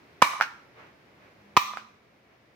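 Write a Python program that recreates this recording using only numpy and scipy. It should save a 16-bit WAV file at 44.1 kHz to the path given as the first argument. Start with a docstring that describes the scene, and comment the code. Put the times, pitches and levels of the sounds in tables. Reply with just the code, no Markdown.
"""In a walled yard, a small hard-cased box, swung by its cable, is slammed twice onto a concrete slab.
Each slam lands edge first, then flat a few milliseconds later: the impacts excite the damped modes of the
case, crunch the concrete and overload the microphone with a low thud. The box rebounds and knocks
more lightly. Reflections ring on briefly over soft rustles, outdoor air, a distant hiss and a faint hum."""
import sys
import numpy as np
from scipy import signal
from scipy.fft import rfft, irfft, next_fast_len
from scipy.io import wavfile
from scipy.ndimage import uniform_filter1d

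SR = 44100
rng = np.random.default_rng(int(sys.argv[2]) if len(sys.argv) > 2 else 0)


def int16_out(signal):
    """Quantize to a 16-bit WAV file."""
    q = np.round(np.clip(np.atleast_2d(signal).T, -1, 1) * 32767)
    wavfile.write(sys.argv[1], SR, q.astype(np.int16))


N = 112454
TIME = np.arange(N) / SR

# slam contacts, edge then face: t/s, ring/dB, crack/dB, crack tilt/(dB/octave), pitch ratio, left-right/dB
SLAM_CONTACTS = [(0.2190, -6.5, -24.5, 4, 1.2, -12.5), (0.2225, 7, -4.5, -3, 0.967, -7),
                 (1.5668, 0, -14, -2.5, 1.015, -8), (1.5719, 2, -11, 2.1, 1.019, -0.5)]
# modes of the slammed case: f/Hz, level/dB, t60/s, sign of first swing
SLAM_MODES = [(560, -21.5, 0.0065, 1), (859, -19, 0.032, 1), (1004.4, -3, 0.016, 1),
              (1235, -5.5, 0.022, -1), (1860, -22.5, 0.034, -1), (2077, -16.5, 0.0089, -1),
              (2383, -16, 0.02, -1), (2900, -24, 0.013, -1), (4376, -23, .008, 1)]
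# crunch of the concrete: f/Hz, relative density/dB
CRACK_SPECTRUM = [(50, -25), (200, -2.5), (600, -2.5), (1500, 2), (2300, 4), (3500, -3.5), (4600, -1),
                  (6300, -5), (7800, -16), (11000, -19), (15500, -16)]
# a short, low thud as each slam overloads the microphone: t/s, level/dB, low-pass f/Hz
LOW_THUDS = [(0.2216, -14, 720), (1.5723, -6.5, 389)]
# the thud is loud on the right, faint and inverted on the left: left gain, right gain
THUD_CHANNEL_GAINS = [.25, -1.03]
# rebound contacts: t/s, ring/dB, tick/dB, pitch ratio, left-right/dB
REBOUND_CONTACTS = [(0.4012, -13.5, -44, 0.78, 4), (0.4103, 1, -24.5, 1.02, -10),
                    (0.4204, -11, -24.5, 1.03, 2), (0.4254, -15, -27.5, 1.09, -8),
                    (1.7355, -23, -52, .84, -1), (1.7717, -16, -34, .95, -4.5)]
# modes of the case struck on a corner: f/Hz, level/dB, t60/s, sign of first swing
REBOUND_MODES = [(370, -20, .01, 1), (850, -11.5, 0.014, 1), (1337, -2.5, 0.01, 1), (1690, -4, 0.0042, -1),
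                 (2190, -18.5, 0.008, -1), (2670, -18.5, 0.0074, 1)]
# reflections from the ground and near walls: f/Hz, level/dB
EARLY_SPECTRUM = [(100, -20.5), (500, -17), (1100, -13), (2500, -3), (6000, -1), (15000, -5.5)]
# reverberation of the yard: f/Hz, level/dB
REVERB_SPECTRUM = [(100, -21), (400, -21), (700, -13), (1100, -6.5), (1500, -9), (2300, -4.5), (5000, -3),
                   (9000, -3), (15000, -2)]
# reverberation time: f/Hz, t60/s
REVERB_T60 = [(100, .4), (1100, 0.51), (2500, 0.51), (6000, 0.57), (15000, 0.25)]
# rustles after the slams: peak t/s, level/dB, rise width/s, fall width/s
RUSTLE_SWELLS = [(.80, -50.5, 0.031, 0.071), (1.252, -57.5, 0.043, 0.05), (2.33, -63.5, 0.032, 0.024)]
# rubbing noise, outdoor air and distant hiss: f/Hz, relative density/dB
RUSTLE_SPECTRUM = [(100, -21), (400, -0.5), (1000, -2.5), (2300, -4), (3500, -17.5), (6000, -27.5),
                   (8000, -40), (15000, -42)]
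AIR_SPECTRUM = [(25, -14), (60, -8), (120, -1), (200, -5), (350, -3), (600, -6), (1200, -12), (2000, -10.5),
                (3300, -20), (5500, -25.5), (8000, -37.5), (15000, -38.5)]
FAR_HISS_SPECTRUM = [(300, -28), (1000, -3), (2300, 9), (3400, -11), (5500, -16), (7500, -26.5),
                     (14000, -17)]
# the background level dips after each loud slam: t/s, level/dB
BACKGROUND_GAIN = [(0, -56), (.6, -57.5), (1.1, -58), (1.5, -57.5), (2.0, -61), (2.55, -61)]
# swell of the distant hum: t/s, level/dB
HUM_ENVELOPE = [(1.3, -80.5), (1.45, -61), (1.85, -63.5), (2.0, -76.5)]
# diffuse sound at the two microphone ports: f/Hz, coherence
COHERENCE = [(60, 0.84), (200, .93), (550, .5), (1500, 0.0053), (15000, 0.047)]
# its level difference between the ports: f/Hz, left-right/dB
DIFFUSE_BALANCE = [(300, 0.1), (700, 1), (1100, -6), (2000, 0), (4500, 3.5), (15000, 1.5)]


def slam_rings():
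    """Impact excitation: each contact of a slam sets the case ringing."""
    out, t = np.zeros((2, N)), TIME[:SR // 10]
    for s, ring_db, _, _, ratio, pan_db in SLAM_CONTACTS:
        add(out, s, pan(pan_db) * from_db(ring_db) * case_ring(SLAM_MODES, t, ratio))
    return out


def case_ring(modes, t, ratio, right_lag_s=.00005):
    """Modal superposition: damped sinusoids start together and reach the right port slightly later."""
    t = np.maximum(t - np.array([[0], [right_lag_s]]), 0)
    motion = sum(np.sign(swing) * from_db(db) * np.sin(2 * np.pi * hz * ratio * t) * decay(t, t60)
                 for hz, db, t60, swing in modes)
    return high_pass(motion, hz=586)  # a small body radiates bass poorly


def slam_cracks(t60=0.013):
    """Impact noise: each contact crunches the concrete in a short broadband burst."""
    out, t = np.zeros((2, N)), TIME[:SR // 10]
    for s, _, crack_db, tilt_db, _, _ in SLAM_CONTACTS:
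        spectrum = [(hz, db + tilt_db * np.log2(hz)) for hz, db in CRACK_SPECTRUM]
        add(out, s, from_db(crack_db) * hiss(spectrum, len(t)) * decay(t, t60))
    return high_pass(out, hz=200)


def low_thuds():
    """Overload transient: a band-limited pulse gives a short, low thud at each slam."""
    out = np.zeros((2, N))
    for s, db, top_hz in LOW_THUDS:
        low_pass = signal.butter(2, top_hz, fs=SR, output="sos")
        pulse = signal.sosfilt(low_pass, signal.unit_impulse(SR // 10))
        thud = high_pass(pulse / pulse.max(), hz=75)
        add(out, s, from_db(db) * np.outer(THUD_CHANNEL_GAINS, thud))
    return out


def rebound_knocks():
    """Impact excitation at a corner: the rebounding box gives a higher, shorter ring and a tick."""
    out, t = np.zeros((2, N)), TIME[:SR // 10]
    for s, ring_db, tick_db, ratio, pan_db in REBOUND_CONTACTS:
        tick = hiss(CRACK_SPECTRUM, len(t)) * decay(t, t60=0.0091)
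        ring = case_ring(REBOUND_MODES, t, ratio)
        add(out, s, pan(pan_db) * from_db(ring_db) * ring + from_db(tick_db) * tick)
    return high_pass(out, hz=170)


def in_yard(direct, early_db, reverb_db):
    """Convolution with the yard's impulse response adds reflections to the direct sound."""
    response = from_db(early_db) * early_reflections() + from_db(reverb_db) * reverberation()
    response = high_pass(response, hz=330)  # the open yard returns little bass
    return direct + signal.fftconvolve(direct.mean(axis=0, keepdims=True), response, axes=1)[:, :N]


def early_reflections(delay_s=0.003):
    """Scattering from the ground and nearest walls gives a quick, dense impulse response."""
    t = TIME[:SR]
    envelope = decay(t, t60=0.16) * (t > delay_s)
    return diffuse(EARLY_SPECTRUM, SR) * envelope / np.linalg.norm(envelope)


def reverberation(delay_s=0.0027, build_s=0.05):
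    """Repeated reflection builds a diffuse field, each octave of which decays at its own rate."""
    t, hz = TIME[:SR], np.arange(SR // 2 + 1)
    noise, out = rfft(diffuse(REVERB_SPECTRUM, SR)), 0
    centres_hz = 125 * 2. ** np.arange(8)
    build = 1 - np.exp(-np.maximum(t - delay_s, 0) / build_s)
    for centre, share in zip(centres_hz, np.eye(len(centres_hz))):
        octave = irfft(noise * at_hz(np.c_[centres_hz, share], hz), SR)
        envelope = build * decay(t, at_hz(REVERB_T60, centre))
        out = out + octave * envelope / np.linalg.norm(envelope)
    return out


def rustles():
    """Friction noise rises and falls in soft Gaussian swells."""
    envelope = sum(from_db(db) * np.exp(-.5 * ((TIME - s) / np.where(TIME < s, rise, fall)) ** 2)
                   for s, db, rise, fall in RUSTLE_SWELLS)
    return envelope * hiss(RUSTLE_SPECTRUM, N)


def outdoor_air(far_db=-12.5, left_lead_s=0.00041):
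    """Diffuse ambient noise, with a distant hiss placed to the left by its arrival-time difference."""
    far = hiss(FAR_HISS_SPECTRUM, N)[0]
    far_at_ports = np.array([far, np.roll(far, int(left_lead_s * SR))])
    air = hiss(AIR_SPECTRUM, N) + from_db(far_db) * far_at_ports
    return from_db(in_time(BACKGROUND_GAIN)) * air


def distant_hum(hz=210, waver_hz=4.5):
    """Random frequency modulation makes a faint, swelling tone waver."""
    waver = uniform_filter1d(rng.standard_normal(N), SR // 10)
    phase = 2 * np.pi * np.cumsum(hz + waver_hz * waver / waver.std()) / SR
    return np.sqrt(2) * from_db(in_time(HUM_ENVELOPE)) * np.sin(phase)


def diffuse(spectrum, size):
    """Diffuse field: noise from all sides is only partly coherent at the two ports."""
    hz = np.arange(size // 2 + 1) * SR / size
    mid, side = rfft(rng.standard_normal((2, size)))
    coherence = np.clip(at_hz(COHERENCE, hz), -.99, .99)
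    sign = np.array([[1], [-1]])
    ports = (np.sqrt(1 + coherence) * mid + sign * np.sqrt(1 - coherence) * side) / np.sqrt(2)
    return irfft(ports * from_db(at_hz(spectrum, hz) + sign * at_hz(DIFFUSE_BALANCE, hz) / 2), size)


def hiss(spectrum, size):
    """Diffuse noise normalised to unit rms."""
    noise = diffuse(spectrum, next_fast_len(size))[:, :size]
    return noise / noise.std()


def from_db(db):
    """Amplitude ratio of a level in decibels."""
    return 10 ** (np.asarray(db) / 20)


def at_hz(points, hz):
    """Interpolation on a log-frequency axis."""
    f, values = np.transpose(points)
    return np.interp(np.log(np.maximum(hz, 1)), np.log(f), values)


def in_time(points):
    """Linear interpolation at every sample."""
    return np.interp(TIME, *np.transpose(points))


def pan(db):
    """Constant-power gains for a left-right level difference."""
    gains = from_db(np.array([[db / 2], [-db / 2]]))
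    return gains / np.sqrt(np.mean(gains ** 2))


def decay(t, t60):
    """Exponential damping by 60 dB in t60 seconds."""
    return np.exp(-np.log(1000) * t / t60)


def add(out, s, sound):
    """Superposition of a sound starting at time s."""
    start = int(s * SR)
    out[:, start:start + sound.shape[1]] += sound[:, :N - start]


def high_pass(x, hz):
    """Second-order attenuation of the bass."""
    return signal.sosfilt(signal.butter(2, hz, "high", fs=SR, output="sos"), x)


def scene():
    """Superposition of the impacts, their reflections and the background."""
    rings = in_yard(slam_rings(), early_db=0.5, reverb_db=-6.0)
    cracks = in_yard(slam_cracks(), early_db=-0.06, reverb_db=-1.17)
    rebounds = in_yard(rebound_knocks(), early_db=3.8, reverb_db=-9)
    return rings + cracks + low_thuds() + rebounds + rustles() + outdoor_air() + distant_hum()


def record(dry):
    """Saturation in the microphone flattens the peaks; band limiting cuts the deep bass and the top."""
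    overload, cutoff_hz = 0.82, 15750
    saturated = dry / (1 + (dry / overload) ** 6) ** (1 / 6)
    low_pass = signal.ellip(10, .1, 80, cutoff_hz, fs=SR, output="sos")
    return signal.sosfilt(low_pass, high_pass(saturated, hz=60.2))


dry = scene()
out = record(dry)
int16_out(out)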